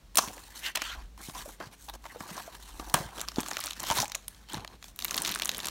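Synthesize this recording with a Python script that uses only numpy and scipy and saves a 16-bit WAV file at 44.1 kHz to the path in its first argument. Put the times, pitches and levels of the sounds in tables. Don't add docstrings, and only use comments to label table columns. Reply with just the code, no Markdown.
import sys
import numpy as np
from scipy import signal
from scipy.fft import rfft, irfft, next_fast_len
from scipy.io import wavfile
from scipy.ndimage import uniform_filter1d

SR = 44100
rng = np.random.default_rng(int(sys.argv[2]) if len(sys.argv) > 2 else 0)


def wav_out(sig):
    wavfile.write(sys.argv[1], SR, np.round(np.clip(np.atleast_2d(sig).T, -1, 1) * 32767).astype(np.int16))


def rack_gain(trim_db):
    fader = np.asarray(trim_db, float)
    return 10 ** (fader / 20)


N = 251357
LEAD_S = 0.001
FOIL_FROM_S = 3.17
FOIL_T60_S, FOIL_DB = 0.011, 1.5

# centre_hz, width_hz, level_db
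BOX_MODES = [(305, 60, -3), (547, 89, 0), (677, 178, 4.5), (968, 300, 6.5), (1210, 255, 4), (1600, 170, 1)]
# centre_hz, width_hz, level_db
FACE_MODES = [(1560, 1260, -1.5), (3150, 90, 4), (3830, 2230, -5.5), (7400, 1100, 0)]


def evened(x):
    return x / np.sqrt(np.mean(x ** 2) + 1e-20)


def peaked(x):
    return x / abs(x).max()


def add(mix, start_s, sound):
    part = mix[round(start_s * SR):][:len(sound)]
    part += sound[:len(part)]


def coloured(x, points):
    point_hz, point_db = np.transpose(points)
    size = next_fast_len(len(x))
    hz = np.fft.rfftfreq(size, 1 / SR)
    level_db = np.interp(np.log(hz + 1), np.log(point_hz + 1), point_db)
    return irfft(rfft(x, size) * rack_gain(level_db), size)[:len(x)]


def resonate(x, hz, width_hz):
    return signal.lfilter(*signal.iirpeak(hz, hz / width_hz, SR), x)


def body(x, modes):
    total = 0
    for k, (hz, width_hz, db) in enumerate(modes):
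        total = total + (-1) ** k * rack_gain(db) * resonate(x, hz, width_hz)
    return total


def background():
    # freq_hz, level_db (per Hz)
    air_spectrum = [(41, -59), (70, -2), (129, -8.5), (199, -6), (368, -15.5), (2480, -24.5), (4580, -24),
                    (16000, -36)]
    # time_s, level_db
    drone_swells = [(0.0, -55), (0.8, -58.5), (1.0, -42.5), (1.24, -56), (1.45, -50.5), (1.7, -64),
                    (1.95, -49), (2.25, -66.5), (2.81, -46), (3.16, -55), (3.32, -49.5), (3.52, -61),
                    (3.94, -53), (4.1, -57), (5.7, -57)]
    drone = resonate(resonate(rng.standard_normal(N), 52.3, 2.1), 41.0, 6.7)
    drone = drone / np.sqrt(uniform_filter1d(uniform_filter1d(drone ** 2, 4000), 4000))
    time_s, level_db = np.transpose(drone_swells)
    drone = drone * rack_gain(np.interp(np.arange(N) / SR, time_s, level_db))
    return rack_gain(-61) * evened(coloured(rng.standard_normal(N), air_spectrum)) + drone


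def snap(db, ring_hz, box_db, bright_db, t60_s, size=3000):
    t = np.arange(size) / SR - round(LEAD_S * SR) / SR
    splinters = 0.5 * rng.standard_normal(size) * rack_gain(-60 * np.maximum(t / t60_s, -t / 0.0021))
    burst = splinters * rack_gain(3.5 * rng.standard_normal(size)) - 3.2 * (t == 0)
    sheet = resonate(burst, ring_hz, 0.31 * ring_hz)
    sheet = sheet + 0.22 * body(burst, FACE_MODES) + 0.19 * resonate(burst, 3300, 5400)
    tick = signal.lfilter(*signal.butter(1, [6000, 15500], "band", fs=SR), burst)
    hollow = body(burst, BOX_MODES)
    mixed = peaked(sheet) + rack_gain(bright_db - 4.0) * peaked(tick) + rack_gain(box_db - 3.5) * peaked(hollow)
    return rack_gain(db) * mixed


def lid(mix):
    # start_s, peak_db, ring_hz, box_share_db, brightness_db
    tears = [(0.147, -42, 7400, 1, -3), (0.156, -25.5, 4300, -7, 17.5), (0.1721, -5.5, 7400, -39, 2),
             (0.171, -20, 6270, -36, -14.5), (0.1744, -7.5, 6000, -32, -19), (0.177, -10, 10400, -19, -14),
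             (0.1841, -4.5, 5900, -5, -15), (0.1874, -11.5, 5800, -4, -19), (0.1904, -14.5, 4410, 0, -32.5),
             (0.2765, -28, 2240, -8, -9.5), (0.284, -27, 4000, -14, -13), (0.754, -22, 1600, -31, -11),
             (0.7727, -16.5, 2900, -9, -15), (0.819, -15, 1650, -9.5, -18), (2.898, -27, 5000, -11.5, 1),
             (2.941, -5.5, 8430, -12.5, -11), (2.9428, -8, 3400, -2, -20)]
    for start_s, *row in tears:
        add(mix, start_s - LEAD_S, snap(*row, t60_s=0.02))


def rasp(length_s, db, hz):
    t = np.arange(9000) / SR
    jerks = rng.standard_normal(len(t)) * rack_gain(2.2 * rng.standard_normal(len(t)))
    sung = evened(resonate(resonate(jerks, hz, 0.14 * hz), hz, 1.0 * hz))
    swell = np.sqrt(np.sin(np.pi * np.clip(t / length_s, 0, 1)).clip(0))
    return rack_gain(db) * sung * swell


def flap_rasps(mix):
    # start_s, length_s, level_db, patch_hz
    drags = [(0.185, 0.088, -42.5, 5960), (1.352, 0.029, -43, 990), (2.095, 0.029, -48.5, 1920),
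             (4.565, 0.045, -54, 710), (0.629, 0.071, -37.5, 2900), (0.63, 0.081, -43, 1930),
             (0.657, 0.019, -38, 4400), (0.753, 0.013, -31, 3070), (0.749, 0.014, -38, 1600),
             (0.85, 0.11, -45, 1440), (0.876, 0.042, -41.5, 3150)]
    for start_s, *row in drags:
        add(mix, start_s, rasp(*row))


def slips(grain_db, clump_db):
    clumps = evened(uniform_filter1d(uniform_filter1d(rng.standard_normal(N), 300), 200))
    jerks = rng.standard_normal(N) * (rng.random(N) < 9000 / SR)
    grain = np.minimum(rng.exponential(1, N), 4.2)
    jerks = jerks * rack_gain(grain_db * grain + clump_db * np.clip(clumps, -2, 2))
    return jerks / np.sqrt(uniform_filter1d(jerks ** 2, 4000) + 1e-9)


def mottled(x, patchy_db):
    z = signal.stft(x, nperseg=256)[2]
    patches = uniform_filter1d(uniform_filter1d(rng.standard_normal(z.shape), 3, 0), 14, 1)
    return signal.istft(z * rack_gain(patchy_db * evened(patches)), nperseg=256)[1][:N]


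def effort():
    # start_s, length_s, level_db, pressure_db, speed_db
    strokes = [(0.264, 0.39, -54, -10, 3), (0.544, 0.065, -44, -5.5, 2), (0.617, 0.093, -36, -11.5, -2),
               (0.7532, 0.0085, -23, -25, 4), (0.79, 0.16, -36.5, -14.5, -6.5), (0.927, 0.13, -55, 6, -3.5),
               (1.188, 0.03, -52, 9, -3), (1.197, 0.13, -48, -9.5, 5.5), (1.34, 0.094, -42, -1, 2),
               (1.435, 0.12, -53.5, 1.5, 7.5), (1.595, 0.09, -48, -5, -4), (1.712, 0.042, -51, 0, -0.5),
               (1.778, 0.13, -58, -8, 8), (1.935, 0.027, -49.5, 5.5, 3), (2.027, 0.17, -55.5, 1, 3),
               (2.19, 0.047, -53, 8.5, 7.5), (2.224, 0.27, -45.5, 0.5, 1), (2.516, 0.058, -47, 0, -2),
               (2.573, 0.18, -51.5, -3, 2), (2.725, 0.27, -52, 5, 4)]
    # start_s, length_s, level_db, pressure_db, speed_db
    handfuls = [(3.138, 0.11, -45, 3, 0.5), (3.265, 0.065, -48, -10.5, -1.5), (3.338, 0.25, -44.5, -5.5, 0),
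                (3.52, 0.24, -42, -14, -4.5), (3.77, 0.1, -38.5, -7.5, -3.5),
                (3.857, 0.079, -32, -13, -1.5), (3.934, 0.11, -33.5, -6.5, 2.5),
                (4.028, 0.19, -53.5, -3.5, -24), (4.16, 0.34, -58.5, -10.5, -2),
                (4.486, 0.089, -43, -8.5, -2.5), (4.556, 0.091, -51.5, 6, -5),
                (4.693, 0.07, -55.5, 2.5, -3.5), (4.819, 0.098, -54, -23, 2.5), (4.991, 0.2, -49, -4.5, 4),
                (5.108, 0.28, -39, -2, -5.5), (5.355, 0.5, -44, -2.5, -2)]
    # start_s, t60_s, level_db, pressure_db, speed_db
    shudders = [
        (0.176, 0.69, -36.5, 2, 2),
        (0.761, 0.18, -35.5, -2.5, -8),
        (1.606, 0.22, -60.5, 26.5, 2),
        (2.941, 0.43, -29, 0, -3),
    ]
    t = np.arange(N) / SR
    power = np.full((4, N), 1e-10)

    def touch(shape_db, start_s, db, pressure_db, speed_db):
        grip_db = -8.5 + db + pressure_db + 0.35 * speed_db
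        grip_db += 8 * (start_s > FOIL_FROM_S)
        parts_db = np.array([grip_db, db + pressure_db, db, db + speed_db])
        power[:] += rack_gain(2 * parts_db)[:, None] * rack_gain(2 * shape_db)

    for start_s, length_s, *row in [*strokes, *handfuls]:
        touch(-9 * abs(2 * (t - start_s) / length_s - 1) ** 2.9, start_s, *row)
    for start_s, t60_s, *row in shudders:
        since_s = t - start_s
        touch(-60 * np.where(since_s > 0, since_s / t60_s, -since_s / 0.0018), start_s, *row)
    return 10 * np.log10(power)


def rubbing():
    # freq_hz, level_db
    hiss_spectrum = [(1500, -62), (4000, -5), (6000, 8), (9000, 6.5), (11500, 4.5), (15000, -0.5)]
    grip_db, box_db, face_db, hiss_db = effort()
    foil = (np.arange(N) / SR > FOIL_FROM_S) & (face_db > -51)
    fine = slips(2.5, 2.2)
    coarse = slips(3.2, 2.5)
    shared = np.where(foil, coarse, fine)
    creaks = slips(2.5, 3.5)
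    low = 0.41 * shared + 1.18 * creaks
    grip = resonate(resonate(low, 136, 290), 274, 288)
    box = mottled(resonate(body(low, BOX_MODES), 730, 3200), 4.0)
    face = mottled(resonate(body(shared, FACE_MODES[:-1]), 2800, 5000), 3.5)
    hiss = mottled(coloured(shared, hiss_spectrum), 2.4)
    parts = [(grip_db, grip), (box_db, box), (face_db, face), (hiss_db, hiss)]
    return sum(rack_gain(db - 4.5) * evened(x) for db, x in parts)


def knock(db, hz, t60_s):
    t = np.arange(5000) / SR
    blow = t * hz / 0.085
    scuff = rng.standard_normal(len(t)) * np.exp(-t / 0.0078) * np.minimum(t / 0.0054, 1)
    push = 3.55 * blow * np.exp(-blow) + scuff
    thud = resonate(resonate(push, hz, 4.8 * hz), hz, 5.5 * hz)
    cycles = resonate(thud, hz, 3.25 / max(t60_s, 0.005))
    hollow = body(push, BOX_MODES)
    return rack_gain(db) * peaked(peaked(cycles) + 0.39 * peaked(thud) + 0.34 * peaked(hollow))


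def held_box_thumps(mix):
    # start_s, peak_db, pitch_hz, t60_s
    thumps = [
        (0.277, -34.5, 159, 0.016),
        (2.311, -39, 176, 0.18),
        (2.941, -24, 148, 0.11),
        (3.057, -37, 110, 0.056),
        (3.907, -28, 119, 0.0085),
        (3.99, -33, 117, 0.11),
    ]
    for start_s, *row in thumps:
        add(mix, start_s, knock(*row))


def tabs(mix):
    # start_s, peak_db, ring_hz, brightness_db
    clicks = [(0.306, -46, 2890, -13), (0.3794, -36, 1890, -15), (1.177, -37, 1630, -4),
              (1.297, -30.5, 3750, -17.5), (1.3492, -32.5, 5660, -16), (1.4582, -40, 5610, 8),
              (1.6018, -32.5, 1950, -23), (1.6105, -47, 2500, -15), (1.6247, -36, 1590, -20),
              (1.8873, -30.5, 3830, -6), (1.897, -28.5, 3800, 1), (1.938, -33, 5100, -14),
              (2.041, -35, 1600, -27), (2.054, -33, 2070, -11), (2.064, -34, 2000, -17),
              (2.205, -28.5, 1900, -15), (2.2905, -32, 1540, -15), (2.303, -34.5, 3120, -15),
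              (2.367, -31, 6000, -27), (2.378, -31, 4570, -18), (2.398, -33.5, 4100, 1),
              (2.797, -28, 1640, -20)]
    for start_s, db, ring_hz, bright_db in clicks:
        add(mix, start_s - LEAD_S, snap(db, ring_hz, -1, bright_db, t60_s=0.029))


def wall_knocks(mix):
    # start_s, peak_db, pitch_hz, t60_s
    knocks = [(0.817, -37.5, 575, 0.096), (1.286, -32.5, 188, 0.019), (1.458, -37.5, 585, 0.06),
              (1.479, -40, 384, 0.015), (1.603, -30.5, 540, 0.018), (1.669, -40, 125, 0.048),
              (1.884, -37.5, 810, 0.045), (2.055, -35.5, 910, 0.025), (2.148, -37.5, 795, 0.0088),
              (2.160, -31.5, 524, 0.038), (2.208, -37, 168, 0.029), (2.378, -33, 1090, 0.035),
              (2.400, -42, 1060, 0.041), (2.478, -35.5, 616, 0.037), (2.797, -33, 305, 0.022),
              (2.9422, -20.5, 1570, 0.016), (2.944, -22.5, 550, 0.058), (2.966, -27, 1020, 0.034),
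              (3.003, -31, 141, 0.067), (3.089, -39, 800, 0.02), (3.371, -34.5, 606, 0.012),
              (3.3833, -15, 254, 0.024), (3.81, -41, 125, 0.046), (3.901, -19.5, 940, 0.022),
              (3.9124, -16, 936, 0.042), (3.9855, -21, 1010, 0.026), (4.0291, -22, 807, 0.036),
              (4.538, -30.5, 907, 0.06), (4.583, -35, 107, 0.05)]
    for start_s, *row in knocks:
        add(mix, start_s, knock(*row))


def foil_in_box(mix):
    # start_s, peak_db,
    # ring_hz, box_share_db
    box_creases = [(3.1793, -31.5, 3320, -6), (3.1834, -30, 3470, -4), (3.1965, -24, 3250, -12),
                   (3.2057, -22, 4230, -23), (3.214, -18.5, 7100, -29), (3.2218, -37, 6030, -20),
                   (3.2797, -30, 1490, -3), (3.2857, -18, 4260, -14), (3.318, -30, 1210, -8),
                   (3.36, -24.5, 4400, -29), (3.3724, -33, 3450, -1), (3.385, -25.5, 3720, -3),
                   (3.39, -28, 3920, -4), (3.397, -27, 2370, -6), (3.4047, -20, 6600, -10),
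                   (3.41, -23, 9450, -29), (3.4319, -27, 3200, -4), (3.462, -28, 1270, -4),
                   (3.4784, -31, 2970, -15), (3.4849, -19, 7250, -11.5), (3.4928, -28, 7280, -5),
                   (3.5066, -33, 7240, -3), (3.5119, -22.5, 6500, -5), (3.5145, -21, 1780, -13),
                   (3.5333, -22.5, 5470, -15), (3.559, -33, 4750, -2), (3.5694, -14, 1560, -25),
                   (3.5836, -28, 9780, -7), (3.5873, -32, 3660, 0), (3.5914, -23, 1290, -6),
                   (3.604, -20.5, 9090, -36), (3.6095, -23.5, 3520, -33), (3.6158, -33, 9600, -24),
                   (3.627, -32, 3750, -21), (3.639, -19, 6000, -14.5), (3.647, -26, 5680, -6),
                   (3.654, -32, 6980, -6), (3.6598, -20.5, 8360, -15), (3.6676, -24, 3750, -16),
                   (3.6703, -23.5, 6420, -22), (3.678, -24.5, 1500, -17), (3.686, -27, 4610, -16),
                   (3.6894, -35, 5810, -8), (3.6968, -34, 3830, -10), (3.7066, -26.5, 7000, -12),
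                   (3.709, -19, 3770, -40), (3.7203, -33, 5430, -3), (3.7324, -25.5, 3900, -23),
                   (3.798, -26, 6100, -18), (3.8025, -18.5, 6600, -14), (3.8317, -25, 11200, -5),
            (3.8384, -23, 4340, -5), (3.8516, -40, 2070, -14), (3.8667, -28, 1980, -3),
            (3.8703, -24, 6300, -18), (3.879, -31, 4180, -17), (3.8873, -31, 4130, -15),
            (3.8946, -31, 5300, -24), (3.9013, -14, 3300, -3), (3.912, -15.5, 6600, -6),
            (3.922, -21, 7300, -8), (3.9312, -26, 6420, -4), (3.9427, -35, 4010, -7),
            (3.9527, -24, 8700, -16), (3.9625, -24, 1210, -5), (3.9698, -16.5, 5560, -5),
            (3.9722, -22, 4300, -6), (3.977, -28, 1850, -5), (3.9812, -21, 3790, -16),
            (3.986, -14.5, 4050, -16), (3.9893, -24, 6330, -19), (3.991, -22, 3680, -21),
            (4.0015, -13.5, 5160, -31), (4.006, -34, 6550, -12), (4.0099, -21, 5170, -19),
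            (4.017, -17, 6850, -22), (4.021, -13, 5670, -29), (4.0267, -22, 5600, -16),
            (4.044, -25, 7110, -6), (4.056, -24, 2540, -16), (4.0806, -26.5, 7200, -13),
            (4.098, -31, 5300, -3), (4.1193, -21.5, 4050, -32), (4.148, -19.5, 2500, -19),
            (4.1515, -14, 5900, -27), (4.1571, -27.5, 5570, -7),
                   (4.2814, -22, 9360, -22), (4.2853, -37, 12270, -30), (4.3471, -41.5, 4050, -22),
             (4.4877, -39, 4260, -23), (4.5128, -39, 2500, -13), (4.5335, -24.5, 7900, -11),
             (4.5438, -25, 3980, -1), (4.5528, -29, 1970, -21), (4.572, -31, 2130, 7),
             (4.5794, -29, 1580, -6), (4.6477, -24.5, 2330, -4), (4.6768, -29, 4100, -11.5),
             (4.8268, -29.5, 1950, -19), (4.8423, -30, 3500, -12), (4.883, -37.5, 6000, -11)]
    for start_s, db, ring_hz, box_db in box_creases:
        crease = snap(db + FOIL_DB, ring_hz, min(box_db, -6), -31, FOIL_T60_S, size=1200)
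        add(mix, start_s - LEAD_S, crease)


def foil_in_free_air(mix):
    # start_s, peak_db, ring_hz, brightness_db
    air_creases = [(4.9612, -34, 11900, -8), (4.9905, -22, 3320, 12), (4.993, -35, 2370, -15),
                   (5.0017, -30, 4180, -13), (5.0104, -31, 3360, -22), (5.0233, -21, 4470, -15),
                   (5.0365, -37, 3700, -17), (5.041, -30, 4090, -22), (5.0467, -13.5, 11700, 5),
                   (5.0509, -17.5, 2940, -20), (5.082, -23.5, 3570, -23), (5.0866, -32, 3620, -25),
                   (5.0955, -30, 2760, -28), (5.1094, -16.5, 6300, -23), (5.1109, -20.5, 3500, -28),
                   (5.1184, -27, 1290, -26), (5.1298, -29, 7320, -13), (5.1437, -17.5, 3700, -5),
                   (5.1467, -24, 6200, -22), (5.158, -24, 5400, -31), (5.1617, -29, 3790, -15),
                   (5.1666, -19, 11200, -15), (5.1706, -25, 3830, -19), (5.1781, -14, 4340, -15),
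                   (5.1808, -16, 2960, -4), (5.1837, -20, 5500, -8), (5.191, -32, 1590, -20),
                   (5.202, -26, 9130, -10), (5.2156, -44, 4690, -18), (5.22, -16.5, 8700, -11),
                   (5.2245, -28, 8830, -14), (5.235, -27, 5770, -2), (5.25, -18.5, 3600, -15),
                   (5.2487, -19, 5990, -12), (5.2529, -19.5, 3900, -8), (5.261, -18, 3820, -12),
                   (5.2689, -20, 6400, -8), (5.2748, -18.5, 3300, -20), (5.2777, -18, 6000, -10),
                   (5.283, -21, 3900, -19), (5.292, -19, 4360, -6), (5.295, -23, 2500, -18),
                   (5.3004, -28, 4520, -13), (5.303, -21, 3750, -21), (5.3123, -28, 2760, -21),
                   (5.3154, -21, 11670, -9), (5.3208, -19, 3450, -24), (5.325, -21, 3660, -28),
                   (5.3411, -19.5, 3520, -20), (5.3441, -38, 3660, -27), (5.349, -20, 8300, -13),
               (5.352, -27, 3920, -25), (5.3587, -17, 1530, -24), (5.3625, -29, 9430, -15),
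               (5.375, -26, 1590, -25), (5.3818, -36, 7060, -25), (5.389, -26, 7000, -23),
               (5.391, -35, 5430, -15), (5.398, -22, 2950, -19), (5.412, -28, 1380, -27),
               (5.4209, -13, 3200, -10), (5.4221, -22, 3560, -25), (5.4295, -28, 3270, -22),
               (5.4341, -20, 3540, -24), (5.4483, -19.5, 9090, -12), (5.4566, -14, 7900, -21),
               (5.4717, -29, 3660, -17), (5.478, -22.5, 9200, -14), (5.4925, -10, 3400, -3),
               (5.501, -27, 3750, -20), (5.5162, -21, 3080, -20), (5.5213, -34, 5100, -23),
               (5.5385, -31, 3250, -22), (5.5473, -23, 3830, -9), (5.5542, -40, 3620, -24),
               (5.5633, -30, 4440, -14.5), (5.57, -25, 7500, -15), (5.5815, -21, 11700, -12),
               (5.5908, -23, 1390, -32), (5.6024, -21.5, 3830, -18), (5.614, -38, 1940, -25),
               (5.6322, -25, 3640, -21), (5.638, -33, 4220, -16), (5.6456, -24, 3700, -21),
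               (5.6553, -23.5, 4100, -9), (5.657, -19, 8900, -16), (5.66, -26, 5250, -16),
               (5.67, -17, 7140, -12), (5.6767, -32, 1420, -16), (5.6846, -23, 5470, 2)]
    for start_s, db, ring_hz, bright_db in air_creases:
        crease = snap(db + FOIL_DB, ring_hz, -19.5, bright_db - 5.5, FOIL_T60_S, size=1200)
        add(mix, start_s - LEAD_S, crease)


def desk_landing(mix):
    # start_s, peak_db, pitch_hz, t60_s
    jolts = [
        (4.538, -33, 300, 0.039),
        (4.549, -34, 145, 0.054),
        (4.569, -32.5, 175, 0.034),
    ]
    for start_s, *row in jolts:
        add(mix, start_s, knock(*row))


def room(x):
    # freq_hz, t60_s
    decay = [(300, 0.3), (2000, 0.26), (12000, 0.31)]
    hz, t, z = signal.stft(rng.standard_normal(SR // 2), SR, nperseg=256)
    decay_hz, decay_t60_s = np.transpose(decay)
    fade = rack_gain(-60 * t / np.interp(hz, decay_hz, decay_t60_s)[:, None])
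    tail = signal.istft(z * fade, SR, nperseg=256)[1]
    tail = np.r_[np.zeros(150), tail / np.linalg.norm(tail)]
    return signal.fftconvolve(x, tail)[:N]


def scene():
    hits = np.zeros(N)
    for source in (lid, flap_rasps, held_box_thumps, tabs, wall_knocks, foil_in_box, foil_in_free_air):
        source(hits)
    steady = background() + rubbing() + rack_gain(-16.5) * room(hits)
    desk_landing(steady)
    steady = signal.oaconvolve(steady, signal.firwin(301, 15900, fs=SR), "same")
    hits = signal.oaconvolve(hits, signal.firwin(201, 16300, fs=SR), "same")
    return (hits + steady)[None]


def low_pass(x):
    return signal.sosfilt(signal.butter(12, 16850, fs=SR, output="sos"), x)


def record(dry):
    # centre_hz, width_hz, depth (0-1)
    desk_dips = [(4810, 233, 0.68), (10330, 450, 0.5)]
    for hz, width_hz, depth in desk_dips:
        dry = dry - depth * resonate(dry, hz, width_hz)
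    return low_pass(np.clip(dry, -1, 1))


dry = scene()
out = record(dry)
wav_out(out)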